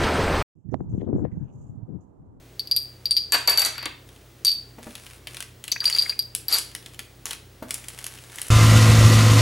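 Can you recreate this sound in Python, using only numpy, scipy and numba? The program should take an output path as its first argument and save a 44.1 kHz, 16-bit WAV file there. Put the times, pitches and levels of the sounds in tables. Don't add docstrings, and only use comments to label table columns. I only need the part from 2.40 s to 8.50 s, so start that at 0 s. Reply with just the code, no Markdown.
import sys
import numpy as np
from scipy import signal
from scipy.fft import rfft, irfft
from scipy.io import wavfile
from scipy.ndimage import uniform_filter1d, minimum_filter1d
from numba import njit

SR = 44100
rng = np.random.default_rng(int(sys.argv[2]) if len(sys.argv) > 2 else 0)


def digitize_waveform(pressure):
    field = np.atleast_2d(pressure).T
    bounded = np.clip(field, -1, 1)
    quanta = np.round(bounded * 32767).astype(np.int16)
    wavfile.write(sys.argv[1], SR, quanta)


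N = 269142
TIME_S = np.arange(N) / SR
AGE_S = np.arange(SR // 3) / SR

# f/Hz, level/dB
HUM_TONES = [(56, -58), (86, -59.5), (120, -54.5), (15735, -68)]
# t/s, level/dB, ring f/Hz, relative second mode/dB, relative top modes/dB
BUTTON_HITS = [(0.1948, -17, 4550, -19, -8), (0.273, -27, 4770, -20, -7), (0.3127, -13, 4670, -17.5, -6.5),
               (0.3187, -12, 4740, -34, -28), (0.3636, -7, 4640, -8, 4), (0.656, -14, 4670, -39, -8),
               (0.709, -7, 4610, -6, -17), (0.7667, -2.5, 4656, -47, -14), (2.0486, -10.5, 4620, -1, 0),
               (2.0681, 1, 4600, -15, -4), (2.0792, -6.5, 4578, -31, -34), (2.117, -14, 4608, -17, -21),
               (3.317, -14.5, 4597, -14, -4), (3.4041, -16, 4705, -39, -36), (3.4549, -5, 4710, -13, -12),
               (3.479, -14, 4720, -41, -37), (3.5267, -15, 4500, -26, -30), (3.5494, -13.5, 4720, -40, -32),
               (3.585, -4, 4730, -16, -35), (3.6225, -14, 4690, -15.5, -11),
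               (3.6952, -14.5, 4730, -42, -30), (3.7917, -13, 4757, -15, -0.5), (3.824, -28, 4700, -13, -6),
               (4.083, -18.5, 4780, -18, 8.5), (4.126, -8, 4690, -14, 0), (4.1402, -10, 4600, -8.5, 5)]
# f/Hz, level/dB
SHELL_TOP_MODES = [(11700, -11.5), (12500, -9.5)]
# t/s, blow/dB, shell ring/dB, rim crack/dB
BOUNCES = [(0.9211, -17, -3, -8.5), (0.9258, -31, -5.5, -31), (0.943, -21, -10.5, -41),
           (1.0749, -18, -2, -15), (1.0951, -23, -3, -13.5), (1.174, -24, -3.5, -14.5),
           (1.1942, -27.5, -5.5, -12.5), (1.2176, -27.5, -11, -21), (1.2488, -24.5, -7.5, -12),
           (1.2593, -33, -18, -22), (1.3799, -36.5, -30.5, -45), (1.4278, -38.5, -33, -47),
           (1.456, -28, -29.5, -32)]
# t/s, length/s, slide level/dB, crackle level/dB, crackle brightness/dB
HAND_STROKES = [(1.662, 0.1, -68, -57.5, -3), (2.421, 0.35, -53, -47.5, -2.5), (2.875, 0.15, -51, -41, 0.5),
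                (3.428, 0.27, -41.5, -33, -0.5), (4.285, 0.26, -60, -48.5, -2),
                (4.859, 0.07256, -38.5, -34.5, 0), (5.279, 0.65, -50, -50.5, -4),
                (5.934, 0.15, -43, -45.5, 8.5)]
# t/s, level/dB
PIN_TAPS = [(2.048, -11), (3.321, -11)]
# t/s, level/dB
HAND_BUMPS = [(2.383, -34.5), (2.467, -31), (5.223, -28)]
# f/Hz, level/dB, t60/s
TABLE_MODES = [(251.6, 12, 0.056), (597, 4.5, 0.077)]
# t/s, level/dB, brightness/dB, knock f/Hz
CREASE_SNAPS = [(2.553, -38.5, -0.5, 3760), (2.8709, -35.5, -4.5, 3400), (2.9687, -37, -0.5, 3800),
                (3.2398, -37, 1, 3220), (3.2794, -34, -0.5, 2640), (3.4417, -31, -2, 3950),
                (3.4988, -28, 0, 2290), (3.9498, -27, 6.5, 3500), (4.1847, -23, 5, 4074),
                (4.35, -32.5, 1.5, 1920), (4.5919, -33.5, -0.5, 1830), (4.8557, -31, 2.5, 2980),
                (4.9082, -32.5, -4, 2977), (5.3072, -28, 2.5, 2160), (5.3418, -33.5, 9, 1945),
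                (5.484, -36, 5, 3040), (5.588, -38.5, 0.5, 1944), (5.6419, -35, 3, 2660),
                (5.665, -32.5, 3, 1630), (5.9845, -37, -3.5, 1990), (6.016, -31.5, 6.5, 2870)]
# t/s, length/s, level/dB, start f/Hz, end f/Hz
RIM_SCRAPES = [(3.357, 0.015, -32.5, 1870, 2660), (3.408, 0.036, -42.5, 2060, 1080),
               (3.654, 0.014, -35.5, 2270, 2150), (3.72, 0.015, -40, 2140, 2750)]
# t/s, level/dB
TUMBLE_ENVELOPE = [(4.085, -42.5), (4.12, -30.5), (4.14, -27), (4.185, -33.5), (4.24, -90)]
# f/Hz, level/dB
PACKET_MODES = [(2140, -55), (2970, -56), (4180, -58)]
# f/Hz, t60/s
ROOM_DECAY = [(250, 0.39), (4700, 0.36), (13000, 0.24)]
# f/Hz, level/dB
ROOM_AIR = [(25, -38), (118, -6.5), (208, -11.5), (349, -9), (952, -23), (3230, -25), (15200, -34)]
SHELL_CONTACT = [(1000, -36.5), (3500, -8.5), (4700, 6.5), (5400, -7.5), (6800, -21), (12400, -9.5),
                 (15500, -33)]
TABLE_HARD_BLOW = [(60, -40), (250, -14.5), (680, -6), (1680, -3.5), (4000, -6), (5600, -42)]
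TABLE_SOFT_BLOW = [(140, -21.5), (235, -2), (650, -4), (5000, -29.5)]
RIM_CRACK = [(400, -34), (2500, -17), (4000, 6), (5600, 4.5), (8400, 6.5), (11500, 6), (13000, -25)]
FILM_SLIDE = [(240, -36), (400, -2.5), (2000, 0.5), (6950, -4), (9760, 0.5), (16000, -17)]
CREASE_BODY = [(400, -9), (1300, 1), (3200, 10), (5000, -11)]
CREASE_MID = [(1500, -15), (3400, -1.5), (6000, 3), (10000, -17)]
CREASE_TREBLE = [(4000, -8), (7500, 12.5), (10700, 20), (13000, 6.5), (16000, -14)]
# f/Hz, gain/dB
SIDE_RESPONSE = [(60, -21), (250, -7.5), (1000, 2.5), (4700, -3), (9000, -12.5)]

SECOND_MODE_HZ, BOUNCE_RING_HZ, BOUNCE_TOP_HZ = 8980, 4605, 11705


def amp(db):
    return 10 ** (np.asarray(db) / 20)


def colour(x, spectrum):
    hz, db = np.transpose(spectrum)
    grid_hz = np.maximum(np.fft.rfftfreq(4096, 1 / SR), 1)
    cepstrum = irfft(np.log(amp(np.interp(np.log(grid_hz), np.log(hz), db))))
    cepstrum[1:len(cepstrum) // 2] *= 2
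    cepstrum[len(cepstrum) // 2 + 1:] = 0
    return signal.fftconvolve(x, irfft(np.exp(rfft(cepstrum))))[:len(x)]


def noise(spectrum):
    x = colour(rng.standard_normal(N), spectrum)
    return x / x.std()


def damping(t60_s, free_s=0):
    return np.exp(-np.log(1000) * np.maximum(AGE_S - free_s, 0) / t60_s)


def fade(t60_s, rise_s=0.00022):
    return (1 - np.exp(-(AGE_S / rise_s) ** 2)) * damping(t60_s)


def ring(hz, t60_s):
    return np.sin(2 * np.pi * hz * AGE_S) * fade(t60_s)


def resonance(hz, t60_s):
    x = ring(hz, t60_s)
    return x / np.sqrt(np.sum(x ** 2))


def burst(spectrum, t60_s, rise_s=0.00036):
    x = colour(rng.standard_normal(len(AGE_S)) * fade(t60_s, rise_s), spectrum)
    return x / np.sqrt(np.sum(x ** 2) / (0.01 * SR))


def walk(rate_hz):
    step = int(SR / rate_hz)
    return uniform_filter1d(np.repeat(rng.standard_normal(N // step + 1), step), step)[:N]


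def slips(per_s, spread_db):
    sizes = amp(spread_db * np.minimum(rng.exponential(size=N), np.pi))
    x = (rng.random(N) < per_s / SR) * sizes * rng.choice([-1, 1], N)
    return x / x.std()


def grains(spectrum, per_s, spread_db):
    x = colour(slips(per_s, spread_db), spectrum)
    return x / x.std()


def swell(start_s, length_s, attack_s, release_s):
    t = TIME_S - start_s
    return np.clip(t / attack_s, 0, 1) * np.exp(-np.maximum(t - length_s, 0) / release_s)


def until_next(hits):
    gaps_s = np.diff(np.array(hits)[:, 0], append=np.inf)
    return [1 / (1 + np.exp(np.minimum((AGE_S - gap_s) * 1000, 20))) for gap_s in gaps_s]


def add(out, t, sound):
    start = max(int(t * SR), 0)
    out[start:start + len(sound)] += sound[:N - start]


def hum_and_air(air_db=-53, side_db=-9, waver=0.32):
    hum = np.zeros(N)
    for hz, db in HUM_TONES:
        level = amp(db) * np.sqrt(2) * (1 + waver * walk(rate_hz=11))
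        hum += level * np.sin(2 * np.pi * hz * TIME_S + waver * walk(rate_hz=13))
    return hum + amp(air_db) * noise(ROOM_AIR), amp(air_db + side_db) * noise(ROOM_AIR)


def chatter(gap_s=0.0055, count=3):
    clicks = np.zeros(len(AGE_S))
    rebounds_s = np.cumsum(gap_s * rng.uniform(0.76, 1.2, count))
    clicks[(rebounds_s * SR).astype(int)] = amp(2 * rng.standard_normal(count))
    clicks = uniform_filter1d(clicks, size=4)
    clicks[0] += 1
    return clicks


def rim_mode(hz, t60_s, split=0.011):
    partner = ring(hz * (1 - split * rng.uniform(0.19, 3.2)), t60_s / 2)
    return ring(hz, t60_s) + 0.5 * partner + ring(hz, t60_s / 10)


def clinks(beat_hz=110, back_hz=4100, upper_t60_s=0.039):
    out = np.zeros(N)
    skin = damping(t60_s=0.082, free_s=0.0099)
    for (t, db, hz, second_db, top_db), gate in zip(BUTTON_HITS, until_next(BUTTON_HITS)):
        lift = min(1, 2 * amp(db / 2))
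        shell = skin * ring(hz, t60_s=lift * 0.078)
        partner = amp(-14) * ring(hz + beat_hz * rng.uniform(0.46, 1.417), t60_s=lift * 0.21)
        back = amp(-20) * ring(back_hz * rng.uniform(0.83, 1.05), t60_s=0.03)
        contact = amp(9) * colour(chatter(), SHELL_CONTACT)
        top = 0
        for mode_hz, mode_db in SHELL_TOP_MODES:
            detune = 1 + 0.0058 * rng.standard_normal()
            top += amp(top_db + mode_db) * rim_mode(mode_hz * detune, upper_t60_s)
        clack = amp(-18) * burst(SHELL_CONTACT, t60_s=0.05, rise_s=0.0004)
        second = amp(second_db - 1) * rim_mode(SECOND_MODE_HZ, upper_t60_s)
        add(out, t, amp(db) * (gate * (shell + partner + back) + contact + clack + second + top))
    return out


def bounces(ring_t60_s=0.12, flight_s=0.012):
    shell, table = np.zeros(N), np.zeros(N)
    modes = ring(BOUNCE_RING_HZ, ring_t60_s) + amp(-9) * ring(BOUNCE_TOP_HZ, ring_t60_s)
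    ringing = modes * damping(t60_s=0.023, free_s=flight_s)
    for (t, blow_db, ring_db, crack_db), gate in zip(BOUNCES, until_next(BOUNCES)):
        add(shell, t, amp(ring_db) * gate * ringing)
        add(table, t, amp(blow_db + 1) * burst(TABLE_HARD_BLOW, t60_s=0.061, rise_s=0.0017))
        add(shell, t, amp(crack_db) * burst(RIM_CRACK, t60_s=0.015))
    return shell, table


def roll():
    rim = amp(-45) * resonance(hz=2100, t60_s=0.0022)
    shell = amp(-44) * resonance(BOUNCE_RING_HZ, t60_s=0.018)
    envelope = swell(start_s=1.33, length_s=0.128, attack_s=0.017, release_s=0.011)
    return envelope * signal.fftconvolve(slips(per_s=280, spread_db=1), rim + shell)[:N]


def rustle(slip_db=-2, hiss_db=-4, rest_db=-70):
    effort = amp(rest_db) * (TIME_S > HAND_STROKES[0][0])
    for t, length_s, db, _, _ in HAND_STROKES:
        effort += amp(db) * swell(t, length_s, attack_s=0.0087, release_s=0.015)
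    slipping = amp(slip_db) * grains(FILM_SLIDE, per_s=670, spread_db=8.5)
    return effort * (slipping + amp(hiss_db) * noise(FILM_SLIDE))


def crease(bright_db, knock_hz, size_spread=0.12):
    shift = np.exp(size_spread * rng.standard_normal())
    body = amp(-4) * burst(CREASE_BODY, t60_s=0.037) + amp(9) * ring(knock_hz, t60_s=0.007)
    middle = amp(-5) * burst(np.multiply(CREASE_MID, [shift, 1]), t60_s=0.019)
    treble = amp(-3) * burst(CREASE_TREBLE, t60_s=0.0097)
    return amp(-bright_db) * body + middle + amp(bright_db) * treble


def crackle(per_s=14, spread_db=3):
    out = np.zeros(N)
    for t, length_s, _, db, bright_db in HAND_STROKES:
        for slot_s in np.arange(0, length_s, 1 / per_s):
            delay_s = min(slot_s + rng.random() / per_s, length_s)
            gain = amp(db + spread_db * rng.standard_normal())
            add(out, t + delay_s, gain * crease(bright_db, knock_hz=rng.uniform(1520, 4130)))
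    return out


def pins():
    out = np.zeros(N)
    for t, db in PIN_TAPS:
        ping = amp(-3) * rim_mode(hz=6100, t60_s=0.01)
        click = amp(-13) * burst(CREASE_MID, t60_s=0.043)
        add(out, t, amp(db) * (ping + click))
    return out


def bumps():
    out = np.zeros(N)
    thud = sum(amp(db) * ring(hz, t60_s) for hz, db, t60_s in TABLE_MODES)
    thud /= abs(thud).max()
    for t, db in HAND_BUMPS:
        board = amp(-7) * burst(TABLE_SOFT_BLOW, t60_s=0.07, rise_s=0.0019)
        add(out, t, amp(db) * (thud + board))
    return out


def snaps(settle_s=0.008, settle_db=-12):
    out = np.zeros(N)
    for t, db, bright_db, hz in CREASE_SNAPS:
        add(out, t, amp(db) * crease(bright_db, hz))
        add(out, t + settle_s * (0.5 + rng.random()), amp(db + settle_db) * crease(bright_db, hz))
    return out


def scrapes(squeak_t60_s=0.009, grit_db=-9):
    out = np.zeros(N)
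    for t, length_s, db, from_hz, to_hz in RIM_SCRAPES:
        progress = np.minimum(AGE_S / length_s, 1)
        drive = slips(per_s=1800, spread_db=7)[:len(AGE_S)] * np.sin(np.pi * progress)
        phasor = np.exp(2j * np.pi * np.cumsum(from_hz + (to_hz - from_hz) * progress) / SR)
        baseband = signal.fftconvolve(drive / phasor, fade(squeak_t60_s))[:len(AGE_S)]
        squeak = np.imag(phasor * baseband)
        grit = colour(drive, CREASE_BODY)
        for part, part_db in ((squeak, db), (grit, db + grit_db)):
            rms = np.sqrt((np.sum(part ** 2) + 1e-12) / (length_s * SR))
            add(out, t, amp(part_db) * part / rms)
    return out


def tumble(table_db=-4):
    times_s, db = np.transpose(TUMBLE_ENVELOPE)
    moving = (TIME_S >= times_s[0]) & (TIME_S < times_s[-1])
    envelope = moving * amp(np.interp(TIME_S, times_s, db))
    rims = sum(grains(spectrum, per_s=1500, spread_db=2) for spectrum in (RIM_CRACK, SHELL_CONTACT))
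    return envelope * (rims + amp(table_db) * noise(TABLE_HARD_BLOW))


def packet(t60_s=0.035):
    sleeve = sum(amp(db) * resonance(hz, t60_s) for hz, db in PACKET_MODES)
    envelope = swell(start_s=5.8, length_s=0.62, attack_s=0.67, release_s=0.05)
    return envelope * signal.fftconvolve(slips(per_s=2500, spread_db=2), sleeve)[:N]


def room(x, gap_s=0.00333):
    centres_hz, t60s_s = np.transpose(ROOM_DECAY)
    log_hz = np.log(np.fft.rfftfreq(len(AGE_S), 1 / SR) + 1)
    scatter = rfft(rng.standard_normal(len(AGE_S)))
    tail = np.zeros(len(AGE_S))
    for band, t60_s in zip(np.eye(len(ROOM_DECAY)), t60s_s):
        weight = np.interp(log_hz, np.log(centres_hz), band)
        tail += irfft(scatter * weight, len(AGE_S)) * fade(t60_s)
    tail *= AGE_S > gap_s
    return signal.fftconvolve(x, tail / np.sqrt(np.sum(tail ** 2)))[:N]


def scene(shell_wet_db=-13, table_wet_db=-5, handling_wet_db=-8, side_wet_db=-6):
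    bounce_ring, bounce_clatter = bounces()
    shells = clinks() + pins() + scrapes() + bounce_ring
    table = bounce_clatter + roll() + bumps()
    handling = snaps() + rustle() + packet() + tumble() + crackle()
    send = amp(shell_wet_db) * shells + amp(table_wet_db) * table + amp(handling_wet_db) * handling
    air_mid, air_side = hum_and_air()
    mid = shells + table + handling + room(send) + air_mid
    leftward = 0.28 * shells + 0.19 * (table + handling)
    side = colour(leftward + amp(side_wet_db) * room(send) + air_side, SIDE_RESPONSE)
    return np.array([mid + side, mid - side])


@njit
def peak_follower(x, release):
    out, held = np.empty(len(x)), 0.
    for i in range(len(x)):
        held = max(x[i], held * release)
        out[i] = held
    return out


def record(dry, ceiling_db=-6, release_s=0.011, cutoff_hz=16600):
    peaks = peak_follower(abs(dry).max(axis=0), np.exp(-1 / (release_s * SR)))
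    gain = np.minimum(1, amp(ceiling_db) / (peaks + 1e-9))
    smooth_gain = uniform_filter1d(minimum_filter1d(gain, size=64), size=64)
    lowpass = signal.ellip(8, 0.2, 70, cutoff_hz, fs=SR, output="sos")
    return signal.sosfilt(lowpass, dry * smooth_gain)


dry = scene()
out = record(dry)
digitize_waveform(out)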